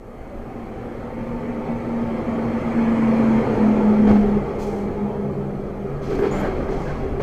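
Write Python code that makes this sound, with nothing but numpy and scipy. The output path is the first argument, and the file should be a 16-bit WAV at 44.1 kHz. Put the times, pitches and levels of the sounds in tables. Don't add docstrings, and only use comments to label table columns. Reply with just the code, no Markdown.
import sys
import numpy as np
from scipy import signal
from scipy.fft import rfft, irfft, next_fast_len
from scipy.io import wavfile
from scipy.ndimage import uniform_filter1d

SR = 44100
rng = np.random.default_rng(int(sys.argv[2]) if len(sys.argv) > 2 else 0)


def amplitude_ratio(level_db):
    exponent = np.asarray(level_db, float) / 20
    return 10 ** exponent


def digitize_waveform(pressure):
    field = np.atleast_2d(pressure).T
    bounded = np.clip(field, -1, 1)
    quanta = np.round(bounded * 32767).astype(np.int16)
    wavfile.write(sys.argv[1], SR, quanta)


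N = 318402
T = np.arange(N) / SR


def read(points, hz):
    f, value = np.transpose(points)
    return np.interp(np.log(hz + 1), np.log(f + 1), value)


def curve(rows):
    s, value = np.transpose(rows)
    return np.interp(T, s, value)


def bumps(rows, after=0.97):
    total = 0
    for s, db, half_s in rows:
        width_s = half_s * np.where(T > s, after, 1)
        total = total + db * np.exp(-((T - s) / width_s) ** 2)
    return total


def evened(x):
    return x / np.sqrt(np.mean(x ** 2) + 1e-20)


def wobble(hz):
    return evened(signal.lfilter([1], [1, -np.exp(-2 * np.pi * hz / SR)], rng.standard_normal(N)))


def slow(hz, samples):
    return evened(uniform_filter1d(wobble(hz), samples))


def sine(hz):
    return np.sin(2 * np.pi * np.cumsum(hz) / SR)


def blurred(hz, width_hz):
    turn = 2 * np.pi * np.cumsum(hz) / SR
    smooth = max(round(SR / width_hz / 4), 1)
    a, b = (uniform_filter1d(wobble(width_hz / 2), smooth)[:len(hz)] for _ in "ab")
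    return evened(a * np.cos(turn) + b * np.sin(turn))


def shaped(field_db, size):
    hz = np.fft.rfftfreq(size, 1 / SR)[:, None]
    s = np.arange(4 * N // size + 5) * size / 4 / SR
    a, b = rng.standard_normal((len(s), len(hz), 2)).T
    spectra = (a + 1j * b) * amplitude_ratio(field_db(hz, s))
    return signal.istft(spectra, nperseg=size, noverlap=3 * size // 4)[1][:N]


def burst(s, rise_s, t60_s, held_s=0.):
    part = slice(round(s * SR), round((s + .8) * SR))
    u = np.maximum(T[part] - s, 0)
    rise = 1 - np.exp(-u / max(rise_s, .001))
    return part, u, rise * amplitude_ratio(-60 * np.maximum(u - held_s, 0) / t60_s)


def flat_top(s, half_s):
    return np.exp(-((T - s) / half_s) ** 4)


def drone():
    # time_s, pitch_hz
    pitch = [(.8, 234.1), (1.6, 235), (2.1, 231), (2.6, 228.7), (3.0, 227), (3.4, 221.9), (3.6, 215.8),
             (3.9, 212), (4.15, 209.2), (4.4, 203.1), (4.75, 204.9), (5.3, 202.5), (5.9, 201), (6.5, 199)]
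    # time_s, level_db
    tone_level = [(0.3, -52), (.84, -28), (1.5, -30), (1.74, -20.5), (2.2, -27.5), (2.8, -19), (3.37, -16),
                  (4.19, -13), (4.37, -18.5), (4.46, -38.5), (5.02, -20), (5.3, -29), (5.45, -31),
                  (5.86, -29.5), (6.1, -47), (6.39, -27), (6.6, -47)]
    # centre_s, depth_db, half_length_s
    breaks = [(.77, -28.5, 0.08), (1.09, -13, 0.24), (1.44, -6, 0.029), (1.65, -29, 0.045),
              (1.83, -11, 0.097), (2.25, -10.5, 0.039), (2.63, -19, 0.036), (2.74, -11.5, 0.031),
              (3.46, -22.5, 0.041), (3.565, -14.5, 0.052), (3.79, -5.5, 0.076), (3.96, -3, 0.035),
              (4.08, -4, 0.018), (4.29, -3.5, 0.078), (4.96, -14.5, 0.069), (5.14, -11, 0.055),
              (5.35, -29, 0.027), (5.72, -9.5, 0.092), (5.94, -14, 0.068)]
    # centre_s, rise_db, half_length_s
    swells = [(3.3, 3.1, 0.42), (4.36, 5.6, 0.16), (5.4, 5.3, 0.56), (5.95, 8.8, 0.055), (6.3, 8.5, 0.26),
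              (6.85, 4.3, 0.2), (7.22, 9.6, 0.064)]
    hz = uniform_filter1d(curve(pitch), 4000) + 1.3 * slow(4.65, 3000)

    tone_db = curve(tone_level) + bumps(breaks, 0.69)
    phase_waver = 0.073 * wobble(3.9)
    tone = np.sqrt(2) * np.sin(2 * np.pi * np.cumsum(hz) / SR + phase_waver)
    tone += 0.14 * blurred(hz, 34)

    peak_s, rise_db_per_s, fall_db_per_s = 3.63, 11, 1.45
    octave_db = -29.5 + np.minimum(rise_db_per_s * (T - peak_s), fall_db_per_s * (peak_s - T))
    octave = evened(blurred(1.96 * hz, 60) + .8 * blurred(1.98 * hz, 20))

    firing_hz, heard_s, onset_db_per_s = .697 * hz, 1.3, 27
    firing_db = -38.5 + np.minimum(onset_db_per_s * (T - heard_s), 0) + bumps(swells)
    firing = sine(firing_hz) + .7 * blurred(firing_hz, 17)

    out = amplitude_ratio(tone_db) * tone + amplitude_ratio(octave_db) * octave + amplitude_ratio(firing_db) * firing
    return out + side_tones(hz)


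def side_tones(drone_hz):
    # multiple_of_drone, width_hz, level_over_roar_db, loudest_s, half_length_s
    tones = [(0.138, 1.8, -10, 0.84, 1.4), (0.15, 5, -14.5, 6.2, 0.34), (.5, 25, -3, 1.24, 1.8),
             (0.596, 7.5, -3.5, 3.18, 0.47), (1.18, 4.5, 0.5, 3.86, 0.42), (2.2, 18, -4, 1.82, 1.46),
             (1.05, 17, -1.5, 1.4, 0.34), (2.27, 23.5, -2.5, 4.26, 1.28), (3.302, 2.5, -13, 0.53, 1.2),
             (0.494, 14, -6, 4.7, 1), (.5, 4.3, -6, 3.4, 0.24), (1.8, 13, -0.5, 3.8, 0.33),
             (1.8, 6.8, -5, 5.3, 0.087), (1.75, 12, -5.5, 1.69, 0.61), (2.08, 8.5, -2.5, 1.1, 0.27),
             (4.101, 58, -6.5, 4.1, 1.32), (4.1, 70, -4, 5.07, 0.09), (4.62, 10, -1, 5.15, .06),
             (3.9, 12, -3, 4.75, 0.044)]
    lines = []
    for multiple, width_hz, over_db, s, half_s in tones:
        steady = .8 * np.exp(-width_hz / 22)
        lines.append((steady, multiple * drone_hz, width_hz, over_db, s, half_s))
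    whine_s, sag_hz_per_s, waver_hz = 1.67, 9, 3
    whine_hz = 900 - sag_hz_per_s * (T - whine_s) + waver_hz * slow(3., 3000)
    lines.append((.78, whine_hz, 14, -6, whine_s, 0.72))

    out = np.zeros(N)
    for steady, hz, width_hz, over_db, s, half_s in lines:
        side = steady * np.sqrt(2) * sine(hz) + (1 - steady) * blurred(hz, width_hz)
        out += amplitude_ratio(roar_db(T) + over_db) * flat_top(s, half_s) * side
    return out


def roar_db(s):
    # closest_s, level_db, coming_s, going_s
    passes = [(3.5, -25.5, 0.83, 0.64), (6.359, -29.5, 0.18, 0.57)]
    power = 0
    for closest_s, db, coming_s, going_s in passes:
        away = (s - closest_s) / np.where(s < closest_s, coming_s, going_s)
        power = power + amplitude_ratio(db) ** 2 / (1 + away ** 2)
    return 10 * np.log10(power) - 6.1 * np.exp(-s / 0.22)


def roar():
    # freq_hz, relative_db_per_hz
    far = [(35, -23), (60, -9.5), (162, -4.5), (223, -3.5), (300, -8.5), (380, -7), (499, -6.5), (800, -12),
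           (1060, -17.5), (1230, -17.5), (2230, -36.5), (3620, -43.5), (14800, -70.5)]
    near = [(35, -54.5), (60, -26.5), (169, -29), (223, -3.5), (281, -6.5), (523, -12.5), (706, -16.5),
            (868, -14.5), (2130, -30), (3710, -45.5), (14800, -69.5)]
    # time_s, share
    nearness = [(0, 0.35), (.6, 0.46), (1.45, 0.64), (1.9, 0.54), (2.6, 0.72), (2.95, 0.89), (3.6, 0.5),
                (4.4, 0.39), (5.8, .05), (6.25, 0.47), (6.55, 0.09), (7.22, 0.48)]
    # centre_s, change_db, half_length_s
    surges = [(6.247, 3.5, 0.038), (6.302, -6, .02), (6.349, 1.5, 0.029), (6.398, -3, 0.018),
              (6.451, 4.5, .045), (6.592, 0.5, 0.065), (6.87, 0.5, 0.035)]
    share_s, near_share = np.transpose(nearness)

    def field_db(hz, s):
        share = np.clip(np.interp(s, share_s, near_share), 0, 1)
        colour = (1 - share) * read(far, hz) + share * read(near, hz)
        middle = (hz[:, 0] > 500) & (hz[:, 0] < 2500)
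        colour -= 10 * np.log10((amplitude_ratio(colour[middle]) ** 2).sum(0))
        patches = rng.standard_normal((len(s), len(hz))).T
        patches = evened(uniform_filter1d(uniform_filter1d(patches, 8, 0), 6, 1))
        streaks = evened(uniform_filter1d(rng.standard_normal((len(s), len(hz))), 10, 0).T)
        streak_db = 2.79 + 1.1 * np.clip(hz / 5000, 0, 1)
        return colour + roar_db(s) + streak_db * streaks + 0.79 * patches + 32

    return shaped(field_db, size=2048) / np.sqrt(2048) * amplitude_ratio(bumps(surges, 0.54))


def knocks():
    # start_s, level_db, brightness_db_per_octave, low_push_db, panel_boom_db
    blows = [(4.065, -24, 2.5, -35, -32), (4.09, -18, -0.5, -17, -18.5), (4.104, -11, -4, -23, -22),
             (4.156, -19.5, -0.5, -29, -40), (4.225, -35.5, 0.5, -42, -16), (4.345, -21.5, -4.5, -38, -20),
             (6.075, -41, 2.5, -40, -21.5), (6.105, -28, 1, -40, -16), (6.15, -36, 1, -40, -21),
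             (6.186, -21, -0.5, -29, -14), (6.221, -31, 4, -40, -15), (6.247, -25, -3, -32, -13.5),
             (6.332, -38.5, 4.5, -39, -26), (6.363, -29, 0.5, -30, -24), (6.43, -34.5, 3, -23, -40),
             (6.471, -32.5, -9, -37, -18.5), (6.683, -19.5, -0.5, -31, -16.5),
             (6.715, -33.5, 2.5, -34.5, -24.5), (6.877, -38.5, 4, -15, -46), (7.029, -41, -14, -40, -22.5),
             (7.196, -26.5, 2.5, -21, -19)]
    # freq_hz, width_hz, level_db
    body = [(101.5, 4.2, -8), (204.3, 180, -4.5), (279.3, 43, -2.5), (495.5, 30, -7.5), (617.3, 410, -6.5),
            (813.5, 420, -10.5), (1150, 57, -23.5), (1307, 90, -21), (1570, 160, -20), (2122, 170, -31),
            (2203, 1900, -25.5)]
    # freq_hz, highest_level_db
    panel_modes = [(315, -12.5), (358, -8.5), (392, -1.5), (430, -8)]
    rattles = [blurred(np.full(N, hz), width_hz) for hz, width_hz, _ in body]
    chances = rng.random((len(blows), len(body)))
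    out = np.zeros(N)
    for (s, db, bright_db, push_db, boom_db), chance in zip(blows, chances):
        t60_s = max(0.16 + 0.25 * bright_db, .06)
        part, u, envelope = burst(s, .003, t60_s)
        for (hz, _, mode_db), rattle, turn in zip(body, rattles, chance):
            clear = np.clip(1.3 - hz / 600, 0, .9)
            mode_hz = hz * (1 + .04 * (2 * turn - 1))
            ring = clear * np.sqrt(2) * np.sin(2 * np.pi * mode_hz * u)
            ring += np.sqrt(1 - clear ** 2) * rattle[part]
            out[part] += amplitude_ratio(db + mode_db + bright_db * np.log2(hz / 400)) * envelope * ring

        panel = 0
        for (hz, mode_db), turn in zip(panel_modes, chance):
            mode_hz = hz * (1 + 0.07 * (turn - .5))
            panel = panel + amplitude_ratio(mode_db + 4 * (turn - 1.0)) * np.sin(2 * np.pi * mode_hz * u)
        boom_envelope = burst(s, 0.0056, .17, 0.026)[2]
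        out[part] += amplitude_ratio(boom_db) * boom_envelope * panel
        out[part] -= amplitude_ratio(push_db) * burst(s, .01, 0.12)[2] * np.sin(2 * np.pi * 33 * u)
    return out + singing()


def singing():
    # centre_s, level_db, freq_hz, half_length_s
    notes = [(6.21, -42.5, 1596, 0.032), (6.24, -44, 1296, 0.039), (6.354, -42, 1363, 0.034),
             (6.445, -36, 1580, .035), (6.47, -40, 1186, 0.049), (6.8, -49, 1150, 0.27),
             (6.89, -39, 1564, 0.031)]
    out = np.zeros(N)
    for s, db, hz, half_s in notes:
        out += amplitude_ratio(db) * flat_top(s, half_s) * blurred(np.full(N, hz), 120)
    return out


def puffs():
    # start_s, level_db, rise_s, centre_hz, fizz_over_hump_db
    valves = [(4.07, -52, 0.025, 3590, -14.5), (4.15, -58, .015, 4480, -10),
              (4.578, -46.5, 0.03, 5060, -9.5), (4.68, -57.5, .02, 5800, -7), (4.77, -66, 0.018, 5800, -5),
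              (6.015, -45.5, 0.024, 4440, -18), (6.1, -49.5, .02, 4200, -14),
              (6.225, -49, 0.024, 3880, -22), (6.312, -55.5, 0.0043, 5450, -4),
              (6.419, -64.5, .03, 4450, -10.5), (6.53, -58.5, .04, 4400, -17.5),
              (6.685, -51.5, .02, 4840, -18), (6.75, -54.5, .03, 5000, -15.5),
              (6.85, -52.5, 0.04, 4430, -22), (6.95, -57.5, .03, 4400, -20.5),
              (7.195, -50, 0.038, 5000, -4)]
    # start_s, level_db
    spits = [(6.184, -60), (6.385, -57)]
    # start_s, level_db, rise_s, held_s, t60_s, centre_hz, width_octaves, fizz_over_hump_db
    jets = [(s, db, rise_s, 0.048, .6, hz, 0.6, fizz_db) for s, db, rise_s, hz, fizz_db in valves]
    jets += [(s, db, .005, .018, .22, 12600, .25, -10) for s, db in spits]

    hz = np.fft.rfftfreq(SR, 1 / SR) + 1
    out = np.zeros(N)
    for s, db, rise_s, held_s, t60_s, centre_hz, width, fizz_db in jets:
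        octaves = np.log2(hz / centre_hz)
        hump = np.exp(-(octaves / width) ** 2)
        fizz = amplitude_ratio(fizz_db) / (1 + np.exp(-6 * octaves))
        rush = amplitude_ratio(2.5) * np.exp(-((octaves + 1) / .8) ** 2)
        part, u, envelope = burst(s, rise_s, t60_s, held_s)
        noise = evened(irfft(rfft(rng.standard_normal(SR)) * (hump + fizz + rush), SR))
        out[part] += amplitude_ratio(db) * envelope * noise[:len(u)]
    part, squeal = squeak()
    out[part] += squeal

    fast_db = 1.1 * evened(uniform_filter1d(rng.standard_normal(N), 300))
    gusts_db = 1.1 * slow(14.0, 1500)
    return amplitude_ratio(fast_db + gusts_db) * out


def squeak():
    part, u, envelope = burst(6.31, .003, .35, .02)
    arch_hz, arch_s = 276, 0.14
    hz = 6860 + arch_hz * np.sin(np.pi * np.clip(u / arch_s, 0, 1))
    return part, amplitude_ratio(-48.5) * envelope * blurred(hz, 200)


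def rumble():
    # time_s, level_db
    ground = [(0, -41), (1.4, -37.5), (2.2, -39.5), (3.2, -37), (4.04, -35), (4.11, -26.5), (4.3, -31.5),
              (4.8, -36.5), (5.7, -37.5), (6.2, -29.5), (6.9, -28), (7.22, -27.5)]
    # freq_hz, relative_db_per_hz
    spectrum = [(12, -5.5), (22, 1.5), (31, 1.5), (40, -4), (60, -6.5), (80, -3), (120, -32.5)]
    lumps_db = 1 * slow(8.6, 2000)
    noise = evened(shaped(lambda hz, s: read(spectrum, hz) + 0 * s - 60 * (hz > 150), size=4096))
    return amplitude_ratio(curve(ground) + lumps_db) * noise


def scene():
    return np.tile(drone() + roar() + rumble() + knocks() + puffs(), (2, 1))


def top_cut(x):
    return signal.sosfilt(signal.butter(12, 14910, fs=SR, output="sos"), x)


def record(dry):
    # freq_hz, width_hz, gain_db
    housing = [(966, 132, -4), (1310, 69, 2), (1440, 245, -3), (2223, 293, 6), (2400, 21, 1.5),
               (2900, 47, -1.5), (3220, 150, 3), (3670, 260, -4), (4330, 160, 2.5), (4740, 120, -1.5),
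               (5800, 100, -1), (6200, 240, 4), (6740, 98, 5.5), (7850, 240, 4), (9500, 250, 1.5)]
    size = next_fast_len(N)
    hz = np.fft.rfftfreq(size, 1 / SR)
    housing_db = -60 * (hz > 15000)
    for centre_hz, width_hz, db in housing:
        housing_db = housing_db + db * np.exp(-((hz - centre_hz) / width_hz) ** 2)
    hissy = dry + amplitude_ratio(-67.5) * rng.standard_normal(N)
    coloured = irfft(rfft(hissy, size) * amplitude_ratio(housing_db), size)[:, :N]

    treble = evened(shaped(lambda hz, s: -((hz - 10500) / 900) ** 2 + 0 * s, size=256))
    side = amplitude_ratio(-28) * rumble() + amplitude_ratio(-88) * treble
    mix = coloured + np.array([side, -side])
    mix *= 1 - 0.25 * np.exp(-T / 0.062)
    return top_cut(mix)


dry = scene()
out = record(dry)
digitize_waveform(out)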